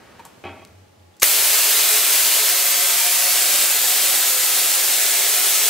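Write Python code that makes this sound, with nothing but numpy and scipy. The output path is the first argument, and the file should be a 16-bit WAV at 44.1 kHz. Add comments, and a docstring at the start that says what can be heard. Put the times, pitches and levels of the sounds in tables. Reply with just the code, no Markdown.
"""A soft rustle and a small knock sound in a quiet garage, then a thud on a panel, a low throb, a faint
whine and a few ticks. A high-voltage coil switches on with a crack as the air breaks down. Dense sparks,
pulsing at twice the mains frequency, leap from several streamers, and reverberation blurs them into a
hissing crackle over the transformer hum. The listener moves through four spots, and at each the
standing waves of the room colour the crackle differently."""
import sys
import numpy as np
from scipy import signal
from scipy.fft import rfft, irfft, next_fast_len
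from scipy.io import wavfile

SR = 44100
rng = np.random.default_rng(int(sys.argv[2]) if len(sys.argv) > 2 else 0)


def materialize(psi):
    """Save the field psi as 16-bit PCM at rate SR to the path in sys.argv[1].

    A 1-D psi becomes a single channel; in a 2-D psi each row is a channel.
    """
    bounded = np.clip(np.atleast_2d(psi).T, -1, 1)
    quanta = np.round(bounded * 32767).astype(np.int16)
    wavfile.write(sys.argv[1], SR, quanta)


N = 250929
TIME = np.arange(N) / SR
FFT_SIZE = next_fast_len(N + SR)
HZ = np.maximum(np.arange(FFT_SIZE // 2 + 1) * SR / FFT_SIZE, 1)
COIL_ON_S, CRACK_S, MAINS_HZ = 1.2183, 1.2299, 60


def from_db(db):
    """Amplitude grows tenfold for every 20 dB."""
    return 10 ** (np.asarray(db) / 20)

def unit_rms(x):
    """Normalisation to unit mean power."""
    return x / np.sqrt(np.mean(x ** 2) + 1e-20)

def ramp(start_s, length_s):
    """Linear rise from 0 to 1; a negative length gives a fall that ends at start_s."""
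    return np.clip((TIME - start_s) / length_s, 0, 1)

def decay(start_s, t60):
    """Exponential damping: unity until the start, then 60 dB down every t60 seconds, for one second."""
    return from_db(-60 * np.clip(TIME - start_s, 0, 1) / t60)

def burst(start_s, t60):
    """White noise with a sudden onset and exponential decay."""
    return rng.standard_normal(N) * (TIME >= start_s) * decay(start_s, t60)

def spectrum(points):
    """Interpolation of a curve over logarithmic frequency."""
    hz, value = np.transpose(points)
    return np.interp(np.log(HZ), np.log(hz), value)

def cut(x, order, hz, kind="low"):
    """Maximally flat low-pass or high-pass filtering."""
    return signal.sosfilt(signal.butter(order, hz, kind, fs=SR, output="sos"), x)

def resonate(x, hz, width_hz):
    """A damped oscillator driven by x; a unit impulse rings with height 1."""
    r, w = np.exp(-np.pi * width_hz / SR), 2 * np.pi * hz / SR
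    return signal.lfilter([0, np.sin(w)], [1, -2 * r * np.cos(w), r * r], x + 1e-18)

def lift(hz, width_hz, db):
    """Frequency response of one resonant peak or dip."""
    return 1 + (from_db(db) - 1) / (1 + 2j * (HZ - hz) / width_hz)

def microphones(mid, side, coherence, colour=1):
    """Partial coherence: shared (mid) and opposed (side) spectra add into left and right signals."""
    alike = np.clip(spectrum(coherence), -1, 1)
    mid, side = colour * np.sqrt(1 + alike) * mid, colour * np.sqrt(1 - alike) * side
    return irfft(np.array([mid + side, mid - side]), FFT_SIZE)[:, :N] / np.sqrt(2)

def stereo_noise(colour, coherence):
    """A partly coherent noise field of unit power with a given spectral shape."""
    mid, side = rfft(rng.standard_normal((2, N)), FFT_SIZE)
    return unit_rms(microphones(mid, side, coherence, colour))

def garage(x, echo_db, t60=0.7, treble_t60=0.32, early_db=8.5, early_t60=0.086):
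    """Reverberation: direct sound plus a diffuse tail whose treble dies first, as (mid, side) spectra."""
    t = np.arange(int(.7 * SR)) / SR
    noise = rng.standard_normal((2, len(t)))
    dull = cut(noise, 1, 3000)
    tail = dull * from_db(-60 * t / t60) + (noise - dull) * from_db(-60 * t / treble_t60)
    tail *= 1 + from_db(early_db - 60 * t / early_t60)   # near walls and floor reflect strongly
    tail *= np.clip(t / 0.0029 - 1, 0, 1)   # reflections arrive after the direct sound
    tail *= from_db(echo_db) / np.sqrt(np.sum(tail ** 2, axis=1, keepdims=True))
    tail[:, 0] = 1.15, .3   # the direct sound is mostly shared
    return rfft(x, FFT_SIZE) * rfft(tail, FFT_SIZE)


# Background spectrum. Each row: frequency in Hz, relative spectral density in dB.
ROOM_SPECTRUM = [(15, -44), (25, -29), (91, -0.5), (433, -2), (632, -2.5), (998, -9.5), (1380, -11),
                 (1540, -14), (1710, -12), (7310, -20.5), (15500, -26)]
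# Likeness of left and right in the quiet room. Each row: frequency in Hz, coherence from -1 to 1.
QUIET_COHERENCE = [(60, 0.98), (180, 0.62), (550, -0.022), (1650, 0.18), (4970, 0.25), (15000, -0.41)]

def room_tone(start_db=-49.5, sink_db=4.5, under_coil_db=-81):
    """Broadband ambient noise sinks after the thud and drops away at the main crack."""
    level_db = np.where(TIME < CRACK_S, start_db - sink_db * ramp(0.55, 0.36), under_coil_db)
    return from_db(level_db) * stereo_noise(from_db(spectrum(ROOM_SPECTRUM)), QUIET_COHERENCE)


def rustle(level_db=-53, end_s=0.42):
    """Noise in one heavily damped resonance makes a soft, pitchless sound that fades away."""
    noise = unit_rms(resonate(rng.standard_normal(N), hz=1530, width_hz=1900))
    return from_db(level_db) * noise * ramp(end_s, -0.2)


# Small knocks and ticks. Each row: start in seconds, peak level in dB, resonance in Hz, bandwidth in Hz,
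# 60 dB decay time of the burst in seconds, share sent into the room's echo from 0 to 1.
TICKS = [(0.1939, -30.5, 874, 130, 0.06, 0.6), (0.199, -38, 2500, 200, 0.03, 0.9),
         (0.252, -27, 7460, 4500, 0.015, 1), (0.2494, -36, 890, 250, 0.044, .9),
         (.266, -42, 9000, 4000, .02, .8), (.4515, -44, 6300, 1200, .012, .8),
         (.62, -50, 6500, 2000, .01, .5), (0.6503, -27.5, 4570, 4500, 0.0056, .2),
         (0.6735, -43, 5600, 1800, .012, .2), (.995, -56, 3500, 300, .04, .3),
         (1.14, -52, 3500, 300, .04, .3), (1.167, -43, 5500, 3000, 0.022, .5),
         (1.198, -26.5, 6800, 1800, 0.046, 0.6), (1.212, -25, 6400, 3000, 0.12, .6)]

def ticks():
    """Transient excitation: each burst rings one resonance; distance splits it into near and far parts."""
    near, far = 0, 0
    for start, db, hz, width, t60, echoed in TICKS:
        tick = resonate(np.diff(burst(start, t60), prepend=0), hz, width)
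        tick = from_db(db) * tick / np.max(np.abs(tick))
        near, far = near + (1 - echoed) * tick, far + echoed * tick
    return near, far


# Low throbs. Each row: start in seconds, hold in seconds, level in dB, frequency in Hz.
THROBS = [(0.433, 0.075, -43, 91), (0.592, .03, -52, 92), (.68, .02, -50, 86), (0.723, 0.095, -48.5, 95),
          (0.864, .03, -54, 92), (0.967, .11, -51.5, 89)]

def throbs(attack_s=0.016, t60=.17):
    """Amplitude envelopes make each low pure tone swell, hold and die exponentially."""
    out = 0
    for start, hold, db, hz in THROBS:
        swell = ramp(start, attack_s) * decay(start + attack_s + hold, t60)
        out += from_db(db) * swell * np.sqrt(2) * np.sin(2 * np.pi * hz * TIME)
    return out


# Blows on the panel. Each row: start in seconds, level in dB, relative level of first contact in dB.
BLOWS = [(0.4388, -27.5, 5), (0.4507, -26.5, 1), (0.467, -31, 11), (0.48, -38, 5), (0.492, -34.5, 11),
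         (0.526, -38, -1), (.561, -40, 1), (.59, -39, -3), (.618, -40, -3)]
# Bending modes of the panel. Each row: frequency in Hz, gain in dB, 60 dB decay time in seconds.
PANEL_MODES = [(277, -42, 0.16), (300, -47, 0.13), (427, -34, 0.066), (646, -41, 0.071), (780, -25, 0.021),
               (930, -31, 0.013), (1150, -35, 0.057), (1370, -36, 0.036), (2414, -39, 0.13),
               (2550, -35, 0.08), (2605, -40, 0.098), (3270, -33, .025)]

def panel(unevenness_db=3, clatter_db=-0.5, contact_hz=2900):
    """Forced modal vibration: each blow sets loose parts clattering, which drives the modes unevenly."""
    out = 0
    scatter_db = unevenness_db * rng.standard_normal((len(BLOWS), len(PANEL_MODES)))
    for (start, db, strike_db), offsets_db in zip(BLOWS, scatter_db):
        clatter = burst(start, t60=0.092)
        rings = sum(from_db(mode_db + offset) * resonate(clatter, hz, np.log(1000) / np.pi / t60)
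                    for (hz, mode_db, t60), offset in zip(PANEL_MODES, offsets_db))
        strike = from_db(strike_db) * burst(start, t60=0.018)
        out += from_db(db) * (rings + from_db(clatter_db) * clatter + strike)
    softened = cut(out, 4, contact_hz)   # a soft contact passes little treble
    return cut(softened, 2, 225, "high")


def whine(hz=840, level_db=-64.5, start_s=.6):
    """A faint pure tone fades in."""
    return from_db(level_db) * np.sin(2 * np.pi * hz * TIME) * ramp(start_s, .2)


# Spectrum of the sparks. Each row: frequency in Hz, relative spectral density in dB.
SPARK_SPECTRUM = [(30, -70), (60, -33), (100, -30), (170, -26), (225, -24), (400, -13.5), (470, -16),
                  (560, -9), (1000, -9), (1400, -6.5), (2000, -3), (4000, -0.5), (6000, -1.5), (7700, -0.5),
                  (13000, 0.5), (15600, -2.5)]
# Likeness of left and right for the sparks. 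Each row: frequency in Hz, coherence from -1 to 1.
SPARK_COHERENCE = [(60, .2), (150, 0.11), (270, 0.41), (450, 0.83), (740, 0.87), (1200, 0.95), (1700, 1),
                   (2400, 0.99), (3300, 0.92), (5500, 0.47), (9000, 0.3), (15000, 0.039)]
# The first breakdowns. Each row: start in seconds, level in dB, rise in seconds,
# 60 dB decay time in seconds, ring frequency in Hz, relative ring level in dB.
BREAKDOWNS = [(1.2183, -3, 0.0084, 0.037, 2120, -3), (1.2196, -15, 0.0032, 0.042, 880, 6),
              (1.23, 7.5, 0.00037, 0.013, 6400, -5), (1.239, -12, 0.001, 0.043, 1940, -9)]

def switch_on(side_db=-7, ring_width_hz=400):
    """Dielectric breakdown of air: short noise bursts near the centre, each with a ring."""
    white = rng.standard_normal((2, N)) * from_db([[0], [side_db]])
    mid, side = rfft(white, FFT_SIZE)
    bright = unit_rms(microphones(mid, side, SPARK_COHERENCE, from_db(spectrum(SPARK_SPECTRUM))))
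    out = 0
    for start, db, rise, t60, hz, ring_db in BREAKDOWNS:
        ring = unit_rms(resonate(np.diff(rng.standard_normal(N + 1)), hz, ring_width_hz))
        noise = unit_rms(bright + from_db(ring_db) * ring)
        out += from_db(db) * noise * ramp(start, rise) * decay(start, t60)
    return out


# Standing waves of the garage. Each row: frequency in Hz, bandwidth in Hz,
# then the gain in dB at each of the four listening spots.
ROOM_MODES = [(260, 9, 3, 1, 9, 4), (325.4, 12.5, 8, 2, 6.5, 2), (361, 8.1, 3, -4, 5.5, 4),
              (382, 17, 4, 3, 3.5, 11), (426.6, 7.7, 11.5, 4, 9, 9), (512, 9.6, 3, -3, 9, 7),
              (555, 10.3, 6, 12.5, 11, 5), (587, 19, 6, -2, 2, 6.5), (640, 9, -5, -12, 4, 0),
              (698, 25, 6.5, 9.5, 4, 7.5), (734, 9.2, -2, 6.5, 8.5, 4), (835, 50, 0, -13, -0.5, 1),
              (885, 12, 2, 1, 1.5, 7.5), (912, 19, -2, 4, 1.5, -5)]

def sparks_at_spot(trains, spot, echo_db=8.5):
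    """Superposition: each streamer's sparks take their own paths, coloured by the local standing waves."""
    presence_db = (1.5, 2.2, 3, 3.5)[spot]
    stereo_width_db = (-1.2, -0.073, 0.22, .9)[spot]
    left_lead = (.1, .2, .25, .3)[spot]   # share of the mid that reaches the left microphone early
    mid, side = sum(garage(train, echo_db) for train in trains)
    mid = mid * lift(7740, 1530, presence_db)
    side = from_db(stereo_width_db) * side + 1j * left_lead * mid
    for hz, width, *gains_db in ROOM_MODES:   # standing waves reach both microphones alike
        mid = mid * lift(hz, width, gains_db[spot])
    return microphones(mid, side, SPARK_COHERENCE, from_db(spectrum(SPARK_SPECTRUM)))

def choose_streamers(count, flare_db=16, flares_per_s=5):
    """Weighted chance picks a streamer for each instant; the weights wander, so streamers flare in turn."""
    knots = rng.standard_normal((count, int(N / SR * 20) + 2))
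    wander = np.array([np.interp(TIME * flares_per_s, np.arange(len(row)), row) for row in knots])
    shares = np.cumsum(from_db(flare_db * wander), axis=0)
    return np.sum(shares / shares[-1] < rng.random(N), axis=0)

def streamers(drive, count=5, sparks_per_s=3000, spread_db=2, moves_s=(2.5, 3.33, 4.95), step_s=0.082):
    """Shot noise: sparks are random pressure impulses, heard from one spot after another."""
    fired = rng.random(N) < sparks_per_s / SR
    sizes = from_db(spread_db * np.minimum(rng.exponential(1, N), 3.0))
    polarity = np.where(rng.random(N) < .7, 1, -1)   # most sparks begin with overpressure
    sparks = fired * sizes * polarity * drive
    streamer = choose_streamers(count)
    arrived = [ramp(move - step_s / 2, step_s) for move in moves_s]
    crackle = 0
    for spot, (come, gone) in enumerate(zip([1] + arrived, arrived + [0])):
        here = sparks * np.sqrt(np.clip(come - gone, 0, 1))   # equal-power change of spot
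        crackle += sparks_at_spot([here * (streamer == k) for k in range(count)], spot)
    return unit_rms(crackle)

def corona(drive, level_db=-5.5, above_hz=6850):
    """Corona discharge: a high hiss beside the sparks, its power proportional to the drive."""
    hiss = stereo_noise(1 / np.sqrt(1 + (above_hz / HZ) ** 4), SPARK_COHERENCE)
    return from_db(level_db) * unit_rms(hiss * np.sqrt(drive))


# Strength of the discharge. Each row: time in seconds, level in dB.
DISCHARGE_LEVEL = [(1.25, -16), (1.31, -16), (2.38, -15.5), (2.57, -17.5), (3.15, -17), (3.33, -17.5),
                   (3.6, -16.5), (3.72, -17.8), (3.9, -17), (4.91, -18), (5.69, -17.5)]

def discharge(mains_depth=0.31, settle_s=0.18):
    """Amplitude modulation: sparks and corona are strongest at both peaks of each mains cycle."""
    drive = ramp(COIL_ON_S, 0.0057) * (1 + mains_depth * np.cos(4 * np.pi * MAINS_HZ * TIME))
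    crackle = streamers(drive) + corona(drive)
    treble_db = 0.5 + 3 * np.exp(-np.abs(TIME - COIL_ON_S) / settle_s)   # brightest at switch-on
    extra_treble = (from_db(treble_db) - 1) * cut(crackle, 2, 9000, "high")
    level_db = np.interp(TIME, *np.transpose(DISCHARGE_LEVEL))
    return from_db(level_db) * (crackle + extra_treble)


# Transformer hum. Each row: time in seconds, then the levels in dB of mains harmonics 2 and 4.
HUM_LEVELS = [(1.22, -59, -59), (2.5, -60.5, -68), (3.299, -63.5, -60), (3.8, -61, -56),
              (4.4, -64.5, -60.5), (5.69, -67.5, -60.5)]

def hum(harmonics=(2, 4), left_leads_rad=(.3, .7)):
    """Forced vibration: the transformer core buzzes at even multiples of the mains frequency."""
    times, *levels_db = np.transpose(HUM_LEVELS)
    out = 0
    for k, db, lead in zip(harmonics, levels_db, left_leads_rad):
        phase = 2 * np.pi * k * MAINS_HZ * TIME + lead * np.array([[.5], [-.5]])
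        out += from_db(np.interp(TIME, times, db)) * np.sqrt(2) * np.sin(phase)
    return out * ramp(COIL_ON_S, .02)


def main_crack(length_s=0.00039, snap_db=3.5, ring_db=-18, thump_db=-42):
    """An impulsive transient: a sharp snap with a short ring and a low thump."""
    cycle = (TIME - CRACK_S) / length_s
    snap = -from_db(snap_db) * np.sin(2 * np.pi * cycle) * (cycle > 0) * (cycle < 1)
    impulse = np.arange(N) == int(CRACK_S * SR)
    ring = from_db(ring_db) * resonate(impulse, hz=850, width_hz=150)
    thump = from_db(thump_db) * resonate(impulse, hz=110, width_hz=220)
    return snap - ring + thump


def scene(small_side_db=-16):
    """Linear superposition of all sources at two microphones; the small sounds sit near the centre."""
    near_ticks, far_ticks = ticks()
    mid, side = garage(panel() + far_ticks + rustle(), echo_db=-0.5)
    small_sounds = near_ticks + microphones(mid, from_db(small_side_db) * side, QUIET_COHERENCE)
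    coil = discharge() + switch_on() + hum() + main_crack()
    tones = (throbs() + whine()) * ramp(CRACK_S + 0.038, -0.055)   # they fade as the coil starts
    return room_tone() + small_sounds + tones + coil

def record(dry, low_hz=54.7, clip_level=.88, top_hz=15740):
    """Band limiting and saturation: the microphones lose deep bass, the crack clips, the top is cut."""
    clipped = np.clip(cut(dry, 2, low_hz, "high"), -clip_level, clip_level)
    return signal.sosfilt(signal.ellip(14, .3, 62, top_hz, fs=SR, output="sos"), clipped)


dry = scene()
out = record(dry)
materialize(out)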